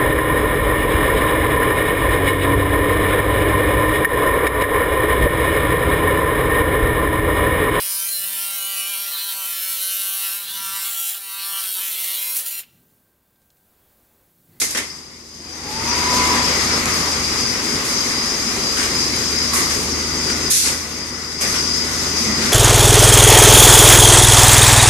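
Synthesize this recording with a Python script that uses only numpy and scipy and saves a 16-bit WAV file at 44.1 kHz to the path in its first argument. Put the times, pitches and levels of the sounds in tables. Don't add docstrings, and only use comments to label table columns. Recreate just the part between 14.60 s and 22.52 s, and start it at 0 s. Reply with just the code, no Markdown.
import sys
import numpy as np
from scipy import signal
from scipy.fft import rfft, irfft, next_fast_len
from scipy.io import wavfile
from scipy.ndimage import uniform_filter1d

SR = 44100
rng = np.random.default_rng(int(sys.argv[2]) if len(sys.argv) > 2 else 0)


def ratio(d):
    e = np.asarray(d, float) / 20
    return 10 ** e


def transcribe(signal):
    frames = np.atleast_2d(signal).T
    limited = np.clip(frames, -1, 1)
    pcm = np.round(limited * 32767).astype(np.int16)
    wavfile.write(sys.argv[1], SR, pcm)


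N = 349266

# [pitch_hz, level_db per Hz]
BLOW_COLOUR = [(120, -44), (200, -4.5), (486, -5), (658, -10.5), (1030, -6), (2200, -3), (4910, -8),
               (5360, -3), (9140, -10), (14000, -30.5)]
# [start_s, level_db, ring_hz, fade_60db_s]
SACK_BLOWS = [
    (.016, -9.5, 2120, 0.077),
    (0.038, -16, 2050, .056),
    (.049, -25, 2100, .04),
    (.107, -28, 2140, .05),
    (.149, -10.5, 1880, 0.17),
    (.173, -9, 2080, .18),
]
# [start_s, level_db, ring_hz, fade_60db_s]
LATCH_BLOWS = [
    (4.934, -20, 1110, 0.27),
    (4.938, -27, 2000, .15),
    (4.957, -22, 1090, .2),
    (4.962, -19.5, 2040, .5),
    (5.002, -23, 1170, .12),
    (5.07, -29, 1100, 0.092),
]
# [start_s, level_db, ring_hz, fade_60db_s]
GRIPPER_BLOWS = [(4.17, -14, 1510, 0.83), (4.195, -14, 2090, .38), (4.23, -14, 2336, .16),
                 (5.002, -18, 1150, 0.21), (5.109, -14, 2010, 0.17), (5.7, -14.5, 1420, .15),
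                 (6.06, -14, 2156, 0.22), (6.085, -15.5, 2170, 0.25), (6.11, -26, 1310, .15),
                 (6.811, -15.5, 2430, .25), (6.941, -14.5, 1464, 0.62), (7.82, -11.5, 1498, 0.36),
                 (7.86, -13.5, 2020, .25)]
# [left_minus_right_db, ring_share, rise_s]
STRUCK_THINGS = [
    (3, 0.43, 0.0017),
    (2.5, 2.2, .0011),
    (5.5, 0.32, .0012),
]


def clanks():
    mix = np.zeros((2, N))
    noise = diffuse(BLOW_COLOUR, patchy_db=1.0, flicker_db=.4)
    t = np.arange(SR // 3) / SR
    for blows, (lean_db, ring_share, rise_s) in zip((SACK_BLOWS, LATCH_BLOWS, GRIPPER_BLOWS), STRUCK_THINGS):
        for start_s, level_db, ring_hz, fade_s in blows:
            first = rng.integers(N - len(t))
            burst = noise[:, first:first + len(t)]
            ring = evened(resonate(burst, ring_hz, 94))
            attack = 1 - np.exp(-t / rise_s)
            shed_answer = ratio(-8.5 - 60 * t / 0.53)
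            shape = attack * (ratio(-60 * t / fade_s) + shed_answer)
            level = ratio(level_db - 11.5) * sides(lean_db - 4.0)
            add(mix, start_s - .002, level * shape * (burst + ring_share * ring))
    return mix


# [time_s, pitch_hz, level_db]
SERVO_SWING = [
    (.7, 601, -68),
    (.97, 785, -50),
    (1.12, 850, -38),
    (1.3, 952, -32),
    (1.4, 980, -30.5),
    (1.47, 990, -25.5),
    (1.72, 997, -25),
    (1.84, 995, -29),
    (1.9, 997, -38),
]


def servo():
    t = np.arange(N) / SR
    start_s, end_s = SERVO_SWING[0][0], SERVO_SWING[-1][0]
    moving = np.interp(t, [start_s - .1, start_s, end_s, end_s + 0.17], [0, 1, 1, 0])
    pitch_hz = curve(SERVO_SWING, order=1)
    waver = evened(uniform_filter1d(rng.standard_normal(N), size=450))
    whine = np.sin(2 * np.pi * np.cumsum(pitch_hz * (1 + .011 * waver)) / SR)
    mesh = 1.2 * whine + .8 * ports(N, pitch_hz, 40)
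    return ratio(curve(SERVO_SWING, order=2)) * moving * sides(-1.7) * mesh


# [start_s, level_db, open_s, fall_db_per_s]
VALVE_BLASTS = [(-.01, -27, 0.046, 125), (.01, -26.5, 0.0036, 450), (.1, -32, .002, 450),
                (.165, -32.5, .008, 600), (2.33, -33.5, 0.093, 100), (3.24, -34.5, .08, 100),
                (4.16, -36, .08, 80), (4.928, -25, 0.059, 167), (5.09, -34.5, 0.14, 200),
                (5.898, -19.5, 0.18, 168), (6.804, -27.5, .004, 150), (6.87, -33, 0.048, 97),
                (7.81, -46, 0.027, 40)]


def exhaust(t, bleed_db_per_s):
    opening_s, echo_db, echo_fall_db_per_s = 0.011, -16, 59
    power = 0
    for start_s, level_db, open_s, fall_db_per_s in VALVE_BLASTS:
        since = np.maximum(t - start_s, 0)
        shut = np.maximum(since - opening_s - open_s, 0)
        direct = ratio(-bleed_db_per_s * since - fall_db_per_s * shut)
        echo = ratio(echo_db - echo_fall_db_per_s * shut)
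        opening = np.minimum(since / opening_s, 1)
        power = power + (ratio(level_db) * opening * (direct + echo)) ** 2
    return np.sqrt(power)


# [pitch_hz, level_db per Hz]
JET_COLOUR = [(900, -37), (1500, -15.5), (2160, -7.5), (3020, -10), (3870, -4.5), (6240, 1.5), (8000, -1),
              (9890, -4), (13000, -10.5), (14500, -21), (15200, -45)]


def valves():
    jet = diffuse(JET_COLOUR, patchy_db=1.2, flicker_db=.6)
    body = signal.filtfilt(*signal.butter(2, 7000, fs=SR), jet)
    treble = jet - body
    body_level = slowly(lambda t: exhaust(t, bleed_db_per_s=14))
    treble_level = ratio(2.5) * slowly(lambda t: exhaust(t, bleed_db_per_s=62))
    return ratio(4.0) * sides(-.8) * (body_level * body + treble_level * treble)


# [start_s, level_db, low_ring_hz, high_ring_hz]
RELAY_TICKS = [
    (2.2578, -9.5, 5900, 7900),
    (4.353, -26, 10700, 11000),
    (4.563, -21, 9500, 10500),
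]


def ticks():
    mix, t = np.zeros((2, N)), np.arange(400) / SR
    for start_s, level_db, low_hz, high_hz in RELAY_TICKS:
        rings_hz = (low_hz, (low_hz + high_hz) / 2, high_hz)
        snap = sum(np.sin(2 * np.pi * hz * t) for hz in rings_hz)
        add(mix, start_s, ratio(level_db - 2 - 60 * t / .007) * snap * sides(.3))
    return mix


# [peak_s, level_db]
PRESSURE_SURGES = [(.04, 8), (.3, 8.5), (1.32, 5.5), (1.54, -4), (1.89, 1), (2.14, 3.5), (2.34, 2.5),
                   (2.65, 1.5), (2.82, 5.5), (3.15, -6), (3.37, 7), (3.6, 2.5), (3.88, 1), (4.08, 3),
                   (4.42, 6.5), (4.651, 1.5), (4.82, 4), (5.09, 2.5), (5.32, 1), (5.71, 4), (6.12, -5),
                   (6.34, 1), (6.55, -11), (6.83, 7.5), (7.0, 6.5), (7.14, 6), (7.36, 2), (7.6, 5),
                   (7.88, -7)]
# [deepest_s, change_db]
PRESSURE_DIPS = [(.19, -2), (1.18, 0.5), (2.245, -9), (2.6, -1.5), (3.25, -5), (3.99, -3), (5.25, -3),
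                 (5.8, -2.5), (5.96, -7), (6.3, -4.5), (7.31, -3)]


def line_pressure(t):
    leak_db, kick_db_per_s, sink_db_per_s, dip_s = 2, 108, 64.5, 0.047
    power = ratio(leak_db) ** 2
    for peak_s, level_db in PRESSURE_SURGES:
        below_peak_db = np.maximum(kick_db_per_s * (peak_s - t), sink_db_per_s * (t - peak_s))
        power = power + ratio(level_db - below_peak_db) ** 2
    dips_db = sum(db * np.exp(-((t - s) / dip_s) ** 2) for s, db in PRESSURE_DIPS)
    return ratio(dips_db) * np.sqrt(power)


# [pitch_hz, width_hz, level_db, left_minus_right_db]
PIPE_NOTES = [(4745, 70, 0, 0), (4848, 50, .5, 2.5), (4990, 40, 1.5, -1), (5210, 34, -1, 2),
              (5515, 56, -7.5, 8), (5888, 50, -7, 6.5), (6352, 50, -5.5, 2)]


def whistle():
    leak = rng.standard_normal((2, N))
    leak[1] += 0.056 * leak[0]
    notes = 0
    for hz, width, level_db, lean_db in PIPE_NOTES:
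        swell = evened(uniform_filter1d(rng.standard_normal(N), size=5000))
        note = evened(resonate(resonate(leak, hz, width), hz, 3 * width))
        notes = notes + ratio(level_db + 1.5 * swell) * sides(lean_db) * note
    return ratio(2.5) * slowly(line_pressure) * evened(notes)


# [multiple of shaft speed, level_db]
PUMP_HUM = [(2, 1.5), (3, -5), (4, -5), (5, 2), (6, -9.5), (7, -16.5), (9, -16)]
# [pitch_hz, level_db]
SHED_RESONANCE = [(40, -22), (62, -10), (77, 3), (90, -12), (104, -25), (130, -19), (155, 0.5), (240, 1.5)]


def pump():
    idle_hz, loaded_hz = 26.02, 19.8
    load_on_s, load_off_s, sag_s, recover_s = 2.61, 3.48, .45, .88
    t = np.arange(N) / SR
    load = 1 - np.exp(-np.clip(t - load_on_s, 0, load_off_s - load_on_s) / sag_s)
    recovery = np.exp(-np.maximum(t - load_off_s, 0) / recover_s)
    shaft_hz = idle_hz - (idle_hz - loaded_hz) * load * recovery
    turns = np.cumsum(shaft_hz) / SR
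    hum = 0
    for multiple, level_db in PUMP_HUM:
        level = ratio(level_db + read(SHED_RESONANCE, multiple * shaft_hz))
        hum = hum + level * np.sin(2 * np.pi * (multiple * turns + rng.random()))
    return hum


# [pitch_hz, width_hz, level_db, left_minus_right_db, clean_share]
DRIVE_TONES = [(4000, 3.3, -18.5, -25, 0.65), (1470, 9, -16, 17, 0.4), (1980, 9, -10, -3, 0.71),
               (2560, 8, -8.5, 2, 0.6), (2100, 27, -3.5, 1, .1), (222, 12, 2.5, -3, 0.2),
               (240, 13, -5, 2, 0.11)]
# [start_s, end_s]
TONE_TIMES = [
    (2.55, 5.15),
    (5.33, 7.55),
    (5.33, 7.92),
    (1.1, 1.9),
    (1.4, 1.8),
    (7.58, 7.92),
    (0, 7.92),
]


def tones():
    mix = np.zeros((2, N))
    for (start_s, end_s), (hz, width, level_db, lean_db, clean) in zip(TONE_TIMES, DRIVE_TONES):
        size = round((end_s - start_s) * SR)
        t = np.arange(size) / SR
        pure = np.sqrt(2) * np.sin(2 * np.pi * hz * t)
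        tone = (1 - clean) * ports(size, hz, width) + clean * pure
        switch = np.clip(np.minimum(t, t[::-1]) / 0.016, 0, 1)
        add(mix, start_s, ratio(level_db) * sides(lean_db) * tone * switch)
    return mix


def vent_db(t):
    open_times, shut_db, ramp_s = [(0, .4), (1.05, 5.24), (6.8, 7.92)], -2, 0.036  # (start_s, end_s)
    venting = sum(np.clip(np.minimum(t - a, b - t) / ramp_s + 1, 0, 1) for a, b in open_times)
    return shut_db * (1 - venting)


# [pitch_hz, level_db per Hz]
RUMBLE_COLOUR = [(20, -45), (40, -40), (64, -17), (110, -2), (173, -6), (237, -1.5), (395, -1.5),
                 (647, -20), (900, -15.5), (1170, -42), (1980, -120)]
# [pitch_hz, level_db per Hz]
CLATTER_COLOUR = [(290, -14.5), (500, -2), (635, -7), (829, -5), (1140, 1.5), (1650, -5), (2040, 1.5),
                  (2920, -8), (4300, -9.5), (4500, -5.5), (5850, -54), (9900, -120)]
# [pitch_hz, level_db per Hz]
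AIR_COLOUR = [(2350, -19.5), (4000, -10), (4440, -10.5), (4840, -9.5), (5490, -8.5), (6510, -4.5),
              (7790, -11), (9600, -16), (11600, -20), (12500, -23), (13200, -18.5), (14000, -32),
              (15000, -35)]
# [time_s, effort_db]
WORK_EFFORT = [(0, -4), (.15, 4), (.35, 0.5), (.7, -4), (1.3, 3.5), (2.25, 4.5), (2.6, 1.3), (5.15, -0.9),
               (5.3, -2.5), (5.89, -0.5), (5.95, -6), (6.02, -6.5), (6.055, 0.6), (6.79, -1), (6.84, 4.5),
               (7.1, -1.9), (7.92, 1.2)]


def machinery():
    effort_db = curve(WORK_EFFORT, order=1)
    rumble = ratio(-0.5) * diffuse(RUMBLE_COLOUR, patchy_db=1.0, flicker_db=0.93)
    clatter = ratio(effort_db + 2.5) * diffuse(CLATTER_COLOUR, patchy_db=1.3, flicker_db=0.47)
    air_db = 0.083 * effort_db + 4 + slowly(vent_db)
    air = ratio(air_db) * diffuse(AIR_COLOUR, patchy_db=0.71, flicker_db=1.0)
    return rumble + clatter + air


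# [pitch_hz, likeness from 0 to 1]
LIKENESS = [(60, 0.99), (120, 0.94), (240, 0.94), (470, 0.85), (930, 0.42), (1840, 0.026), (3650, 0.038),
            (7230, 0.03), (14300, 0.01)]


def diffuse(colour, patchy_db, flicker_db):
    frames, hz = N // 256 + 5, np.fft.rfftfreq(1024, 1 / SR)
    a, b, c, d, patches = rng.standard_normal((frames, 513, 5)).T
    patches = uniform_filter1d(patches, size=10, axis=0)
    patches = evened(uniform_filter1d(patches, size=14, axis=1))
    flicker = evened(uniform_filter1d(rng.standard_normal(frames), size=8))
    same = np.clip(read(LIKENESS, hz), -1, 1)[:, None]
    left = a + 1j * b
    right = same * left + np.sqrt(1 - same ** 2) * (c + 1j * d)
    level_db = read(colour, hz)[:, None] + patchy_db * patches + flicker_db * flicker
    z = np.array([left, right]) * ratio(level_db)
    return evened(signal.istft(z, nperseg=1024, noverlap=768)[1][:, :N])


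def ports(size, hz, width):
    a, b = rng.standard_normal((2, size))
    same = np.clip(read(LIKENESS, np.mean(hz)), 0, 1)
    right = same * a + np.sqrt(1 - same ** 2) * b
    return evened(resonate(np.array([a, right]), hz, width))


def resonate(x, hz, width):
    turn = np.exp(2j * np.pi * np.cumsum(hz * np.ones(x.shape[-1])) / SR)
    r = np.exp(-np.pi * width / SR)
    return 2 * (turn * signal.lfilter([1 - r], [1, -r], x / turn)).real


def evened(x):
    return x / np.sqrt(np.mean(x ** 2) + 1e-20)


def read(points, hz):
    f, value = np.transpose(points)
    return np.interp(np.log(hz + 1), np.log(f + 1), value)


def curve(rows, order):
    return np.interp(np.arange(N) / SR, [r[0] for r in rows], [r[order] for r in rows])


def slowly(rule):
    t = np.arange(0, N / SR + .001, .001)
    return np.interp(np.arange(N) / SR, t, rule(t))


def sides(db):
    return ratio(np.array([[db / 2], [-db / 2]]))


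def add(mix, start_s, sound):
    part = mix[:, round(start_s * SR):][:, :sound.shape[1]]
    part += sound[:, :part.shape[1]]


# [time_s,
# gain_db]
CAMERA_GAIN = [(0, -44), (.15, -42.5), (.35, -47.5), (.7, -47), (1, -39.5), (1.3, -31.5), (1.65, -27),
               (2.25, -30), (3.3, -30), (4.1, -30), (5.89, -29.5), (5.92, -37), (6.025, -36.5), (6.08, -32),
               (6.25, -35), (6.79, -37), (6.84, -31.5), (7.92, -28.5)]


def scene():
    near = clanks() + servo() + valves() + ticks()
    plant = whistle() + pump() + tones() + machinery()
    return plant + near / ratio(curve(CAMERA_GAIN, order=1))


# [pitch_hz, threshold_db]
LOST_BELOW = [(300, -70), (620, -43), (850, -43), (1300, -60), (7000, -60), (9000, -46), (10500, -42),
              (11200, -40), (11800, -40.5), (12550, -37.5), (12850, -45), (13400, -44), (13800, -41),
              (15000, -42)]


def masked(x):
    hz, t, z = signal.stft(x, SR, nperseg=1024, noverlap=768)
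    power = uniform_filter1d(abs(z) ** 2, size=7, axis=2)
    total = uniform_filter1d(power[0].sum(0), size=9)
    wander_db = .9 * evened(uniform_filter1d(rng.standard_normal(len(t)), size=10))
    threshold_db = read(LOST_BELOW, hz)[:, None] + wander_db * (hz > 8000)[:, None]
    keep = power > total * ratio(2 * threshold_db)
    return signal.istft(z * keep, SR, nperseg=1024, noverlap=768)[1][:, :N]


def roll_off(x):
    return signal.sosfilt(signal.butter(12, 14930, fs=SR, output="sos"), x)


# [pitch_hz, left_minus_right_db]
MICROPHONE_LEAN = [(60, 0.5), (91, 2), (140, 1.5), (210, -0.5), (320, 0), (490, 4.5), (750, -0.5),
                   (1140, 1), (1740, 6), (2660, 0), (4050, 3), (6170, 6.5), (9400, -9.5), (14300, -9)]


def record(dry):
    size = next_fast_len(N)
    half_db = read(MICROPHONE_LEAN, np.fft.rfftfreq(size, 1 / SR)) / 2
    ridden = dry * ratio(curve(CAMERA_GAIN, order=1))
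    heard = irfft(rfft(ridden, size) * ratio(np.array([half_db, -half_db])), size)[:, :N]
    return roll_off(masked(heard))


dry = scene()
out = record(dry)
transcribe(out)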